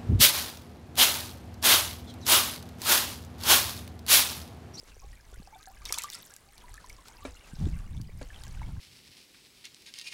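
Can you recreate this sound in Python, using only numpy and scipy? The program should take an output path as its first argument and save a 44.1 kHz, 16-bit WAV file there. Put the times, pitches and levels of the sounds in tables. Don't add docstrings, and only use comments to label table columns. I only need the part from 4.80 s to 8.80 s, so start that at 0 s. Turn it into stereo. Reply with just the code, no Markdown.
import sys
import numpy as np
from scipy import signal
from scipy.fft import rfft, irfft, next_fast_len
from scipy.io import wavfile
from scipy.ndimage import uniform_filter1d, map_coordinates

SR = 44100
rng = np.random.default_rng(int(sys.argv[2]) if len(sys.argv) > 2 else 0)


def log_audio(samples):
    frames = np.atleast_2d(samples).T
    limited = np.clip(frames, -1, 1)
    pcm = np.round(limited * 32767).astype(np.int16)
    wavfile.write(sys.argv[1], SR, pcm)


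N = 176400
TOP_HZ = 16050
FLUTTER_DB = 1.5

# t/s, level/dB
RIVER_LEVEL = [(0, -62), (.9, -60), (1.15, -54.5), (1.66, -62), (1.97, -56.5), (2.2, -59), (2.42, -57),
               (3.05, -59.5), (3.35, -62), (3.6, -56), (4, -62)]
WIND_LEVEL = [(0, -61.5), (.3, -43.5), (.42, -58.5), (.58, -44), (.69, -59), (.9, -58.5), (1.06, -47),
              (1.16, -58.5), (1.58, -74.5), (1.92, -47), (2.05, -63.5), (2.11, -44), (2.27, -65),
              (2.5, -45.5), (2.64, -60.5), (2.84, -28), (3.04, -41.5), (3.55, -46), (3.78, -37), (4, -42)]
RUB_LEVEL = [(.17, -79), (.25, -58.5), (.37, -67.5), (2.68, -73), (2.77, -55), (2.815, -23.5),
             (2.92, -36.5), (3.05, -50), (3.12, -38.5), (3.2, -35.5), (3.32, -55), (3.37, -40), (3.5, -64),
             (3.66, -48), (3.8, -43), (3.94, -37.5)]
# t/s, level/dB
PLIPS = [(.030, -42), (.167, -42), (0.245, -42), (.528, -40.5), (.571, -46), (.622, -44.5), (1.104, -34.5),
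         (3.293, -40.5)]
# t/s of the peak, level/dB, half length/s
SWISHES = [(0.091, -54.5, 0.016), (2.272, -54, 0.016), (2.675, -58, 0.026), (2.835, -54.5, 0.058),
           (3.757, -61.5, 0.28)]
# t/s, level/dB, starting f/Hz, t60/s
BUBBLES = [(.221, -48.5, 1085, 0.072), (.33, -48.5, 1880, 0.057), (0.539, -50.5, 1436, 0.083),
           (.674, -42.5, 776, .05), (.727, -45, 866, 0.13), (0.747, -46, 3510, 0.014),
           (.757, -43, 757, 0.085), (.873, -43.5, 764, 0.21), (.873, -43, 1633, 0.021),
           (.905, -44.5, 772, 0.056), (1.059, -29, 3630, 0.011), (1.095, -26.5, 2130, 0.01),
           (1.107, -28.5, 920, 0.0089), (1.124, -28.5, 1220, .016), (1.176, -36.5, 1270, 0.02),
           (1.195, -29, 2630, 0.011), (1.2417, -28.5, 1151, 0.051), (1.285, -35.5, 1940, 0.014),
           (1.329, -35.5, 3565, 0.028), (1.346, -24, 5100, 0.009), (1.348, -45.5, 1346, 0.063),
           (1.84, -46, 962, 0.074), (1.883, -39, 1960, 0.01), (1.979, -36.5, 1740, 0.021),
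           (2.043, -38.5, 990, 0.024), (2.1, -40, 2216, 0.03), (2.257, -46, 1320, 0.029),
           (3.503, -41.5, 1715, 0.043), (3.544, -36.5, 3300, 0.0083), (3.561, -39, 3080, 0.019),
           (3.83, -43.5, 2180, 0.033)]
# t/s, level/dB, f/Hz
SMACKS = [(0.543, -39, 7200), (1.054, -19.5, 5460), (1.125, -7.5, 6940), (1.1283, -18, 7000),
          (1.143, -19, 5770), (1.1855, -10, 7900), (1.2207, -23, 7040), (1.237, -14, 7600),
          (1.3015, -23.5, 5500), (1.32, -29, 7000), (1.334, -25, 7000), (1.3515, -23, 7700),
          (1.539, -31.5, 6940), (1.5645, -28.5, 7300), (1.7799, -32.5, 4900), (1.9417, -31, 7200),
          (2.097, -29.5, 4900), (2.284, -29.5, 4100), (3.215, -31.5, 5760), (3.637, -28, 3620)]
# t/s, level/dB, starting f/Hz
BUMPS = [(0.599, -40, 203), (2.734, -34, 168), (2.811, -25, 146), (2.868, -27.5, 310), (3.2, -34.5, 193),
         (3.35, -38, 122)]
# t/s, level/dB, t60/s
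SPRAYS = [(1.053, -36, 0.11), (1.085, -38.5, 0.13), (1.122, -44, 0.079), (1.135, -33.5, 0.2),
          (1.173, -39.5, 0.18), (1.217, -45.5, 0.28), (1.321, -45, 0.16)]
# t/s, level/dB, centre f/Hz, width/octaves, ring length factor
KNOCKS = [(2.4508, -33, 650, 1.7, 0.92), (3.413, -33, 670, 1.11, 0.56), (3.817, -15.5, 950, 0.086, 0.5)]
# f/Hz, level/dB, t60/s
GEAR_TONES = [(262, 6, 0.097), (410, 6, 0.031), (491, -7.5, 0.27), (588, 5, 0.043), (910, -5.5, 0.028),
              (1354, -1.5, 0.047), (1654, -5.5, 0.14), (2310, 3.5, 0.041), (3870, 12.5, 0.018)]
# f/Hz, level/dB
RIVER_COLOUR = [(150, 5.5), (400, 3), (900, 1), (3000, -6), (7000, -13), (11000, -12.5), (16000, -44)]
WIND_COLOUR = [(15, -0.5), (30, 6), (60, 1), (105, -9.5), (180, -35.5), (550, -79)]
SWISH_COLOUR = [(200, 11.5), (800, 0), (4000, 4.5), (8000, -1.5), (16000, -17)]
RUB_COLOUR = [(30, -27.5), (70, -0.5), (110, -1.5), (200, -7.5), (300, -18.5), (450, -31.5), (900, -35),
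              (2000, -61), (8000, -76)]
SPRAY_COLOUR = [(100, -40), (300, -14), (650, 4), (1200, -10.5), (4500, 8), (11000, 8), (15500, -3.5)]
CRACK_COLOUR = [(150, 6), (500, 6.5), (2200, 1.5), (5000, -6.5), (10000, -9.5), (16000, -52)]
HISS_COLOUR = [(1000, -2), (9000, -1.5), (15500, -4.5)]
# f/Hz, likeness (1 the same, 0 unrelated, -1 opposite)
RIVER_ALIKE = [(100, 0.63), (500, 0.05)]
WIND_ALIKE = [(40, 0.95), (120, 0.69)]
RUB_ALIKE = [(60, 0.62), (130, 0.52), (250, -0.67), (800, -0.65)]
SPRAY_ALIKE = [(300, 0.97), (6000, 0.89)]


def amp(db):
    return 10 ** (np.asarray(db) / 20)


def unit(x):
    return x / np.sqrt(np.mean(x ** 2) + 1e-20)


def along(points, hz):
    if np.isscalar(points):
        return np.full_like(hz, points)
    pitches, values = np.transpose(points)
    return np.interp(np.log(hz + 1), np.log(pitches + 1), values)


def curve(rows):
    return np.interp(np.arange(N) / SR, *np.transpose(rows))


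def wobble(rate):
    return map_coordinates(rng.standard_normal(int(N * rate / SR) + 4), [np.arange(N) * rate / SR])


def filtered(x, response):
    size = next_fast_len(N + SR // 2)
    return irfft(rfft(x, size) * response(np.fft.rfftfreq(size, 1 / SR)), size)[..., :N]


def noise(colour, alike):
    def response(hz):
        angle = np.arccos(np.clip(along(alike, hz), -1, 1)) / 2
        return amp(along(colour, hz)) * [np.cos(angle), np.sin(angle)]
    mid, side = filtered(rng.standard_normal((2, N)), response)
    return unit(np.array([mid + side, mid - side]))


def steadied(x):
    power = uniform_filter1d(np.mean(x ** 2, axis=0), size=SR // 16)
    return x / np.sqrt(np.abs(power) + 1e-9)


def add(out, s, sound):
    part = out[..., max(round(s * SR), 0):][..., :sound.shape[-1]]
    part += sound[..., :part.shape[-1]]


def ring(hz, t60, glide, attack):
    t = np.arange(int(1.5 * t60 * SR) + 2) / SR
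    tone = np.sin(2 * np.pi * hz * (t + glide * t * t / (2 * t60)))
    return tone * amp(-60 * t / t60) * (1 - np.exp(-t / attack))


def panned(db):
    return amp(np.array([[db], [-db]]) / 2)


def burst(s, t60, rise):
    t = np.maximum(np.arange(N) / SR - s, 0)
    return (1 - np.exp(-t / rise)) * amp(-60 * t / t60)


def grains(count, hz, spread, cycles, scatter_db, pan_db):
    out = np.zeros((2, N))
    times = rng.random(count) * N / SR
    chances = np.clip(rng.standard_normal((count, 4)), -2, 2)
    for s, (tone, size, side, life) in zip(times, chances):
        pitch = min(hz * np.exp(spread * tone), TOP_HZ)
        ping = ring(pitch, t60=cycles * np.exp(life / 2) / pitch, glide=0.17, attack=0.5 / pitch)
        add(out, s, amp(scatter_db * size) * panned(pan_db * side) * ping)
    return unit(out)


def river():
    rush = amp(-0.5 + 2.17 * wobble(21.71)) * noise(RIVER_COLOUR, RIVER_ALIKE)
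    lap = amp(-3.5) * grains(count=800, hz=2048, spread=0.48, cycles=40, scatter_db=3.5, pan_db=15)
    trickle = grains(count=1500, hz=7040, spread=0.36, cycles=20, scatter_db=4.5, pan_db=8.5)
    trickle *= amp(-6 + 3.04 * wobble(12))
    water = rush + lap + trickle + amp(-4) * bank_echo(lap)
    return amp(curve(RIVER_LEVEL)) * water * panned(db=-1.5)


def bank_echo(x, t60=0.13):
    t = np.arange(SR // 3) / SR
    tail = rng.standard_normal((2, len(t))) * amp(-60 * t / t60)
    return signal.fftconvolve(x, tail / np.linalg.norm(tail[0]), axes=1)[:, :N]


def wind():
    level = amp(curve(WIND_LEVEL) + FLUTTER_DB * wobble(9.8))
    return level * steadied(noise(WIND_COLOUR, WIND_ALIKE))


def plips():
    out = np.zeros(N)
    for s, db in PLIPS:
        add(out, s, amp(db) * ring(hz=522, t60=0.016, glide=-0.99, attack=0.00036))
    return out


def swishes():
    t = np.arange(N) / SR
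    level = sum(amp(db) * np.exp(-((t - s) / half) ** 2 / 2) for s, db, half in SWISHES)
    crackle = grains(count=1800, hz=1350, spread=0.501, cycles=6.6, scatter_db=12.5, pan_db=5.5)
    hiss = amp(FLUTTER_DB * wobble(160)) * noise(SWISH_COLOUR, alike=0.38)
    return level * (amp(-4) * crackle + hiss)


def rubbing():
    level = amp(curve(RUB_LEVEL) + FLUTTER_DB * wobble(35))
    return level * steadied(noise(RUB_COLOUR, RUB_ALIKE))


def bubbles():
    out = np.zeros(N)
    for s, db, hz, t60 in BUBBLES:
        add(out, s, amp(db) * ring(hz, t60, glide=0.1, attack=0.00036))
    return out


def smacks(splatter_s=0.008, sizzle_lead_s=0.004, sizzle_t60=0.01, low_cut_hz=1770):
    t = np.arange(N) / SR
    snaps, sizzle_level = np.zeros(N), np.zeros(N)
    for s, db, hz in SMACKS:
        add(snaps, s, amp(db + 7) * ring(hz, t60=0.001, glide=0, attack=0.0001))
        for delay, tone in rng.random((3, 2)):
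            droplet = ring(hz * (0.5 + tone), t60=0.002, glide=0, attack=0.0001)
            add(snaps, s + splatter_s * delay, amp(db - 13) * droplet)
        fade_db = 60 * np.maximum((t - s) / sizzle_t60, (s - t) / sizzle_lead_s)
        sizzle_level += amp(db - 13 - fade_db)
    sizzle = sizzle_level * noise(SPRAY_COLOUR, alike=0.74)
    return filtered(snaps + sizzle, lambda hz: 1j * hz / (low_cut_hz + 1j * hz))


def bumps():
    out = np.zeros((2, N))
    for s, db, hz in BUMPS:
        thud = amp(db + 7.5) * ring(hz, t60=0.028, glide=-0.42, attack=0.00062)
        add(out[0], s, thud)
        add(out[1], s + 0.00083, thud)
    return out


def spray():
    level = sum(amp(db) * burst(s, t60, rise=0.0064) for s, db, t60 in SPRAYS)
    gurgle = grains(count=2600, hz=1494, spread=0.36, cycles=24, scatter_db=8.5, pan_db=8.5)
    fizz = grains(count=5200, hz=4163, spread=0.385, cycles=47, scatter_db=5, pan_db=3.5)
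    drops = grains(count=4200, hz=7740, spread=0.358, cycles=20, scatter_db=10.5, pan_db=5)
    hiss = noise(SPRAY_COLOUR, SPRAY_ALIKE)
    froth = amp(-9) * gurgle + amp(-1.5) * fizz
    patter = amp(-47) * burst(s=1.286, t60=0.97, rise=0.038) * (drops + amp(-9) * froth)
    return level * (froth + amp(-9.5) * hiss + amp(-7) * drops) + patter


def knocks():
    tones, crack_level = np.zeros(N), np.zeros(N)
    for s, db, centre, width, length in KNOCKS:
        for k, (hz, tone_db, t60) in enumerate(GEAR_TONES):
            nearness = np.exp(-(np.log2(hz / centre) / width) ** 2 / 2)
            tone = (-1) ** k * ring(hz, t60 * length, glide=0, attack=0.00099)
            add(tones, s, nearness * amp(db + tone_db - 4) * tone)
        crack_level += width * amp(db - 14.5) * burst(s, t60=0.19 * length, rise=0.00026)
    return tones + crack_level * noise(CRACK_COLOUR, alike=0.85)


def scene():
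    ringing = (plips() + bubbles()) * panned(db=1.2) + knocks()
    splash = smacks() + spray()
    echo = amp(-7.5) * bank_echo(ringing + amp(-2.5) * splash)
    return splash + ringing + echo + river() + swishes() + wind() + rubbing() + bumps()


def record(dry):
    hiss = amp(-66.5) * noise(HISS_COLOUR, alike=0.039)
    return filtered(dry + hiss, lambda hz: hz < TOP_HZ)


dry = scene()
out = record(dry)
log_audio(out)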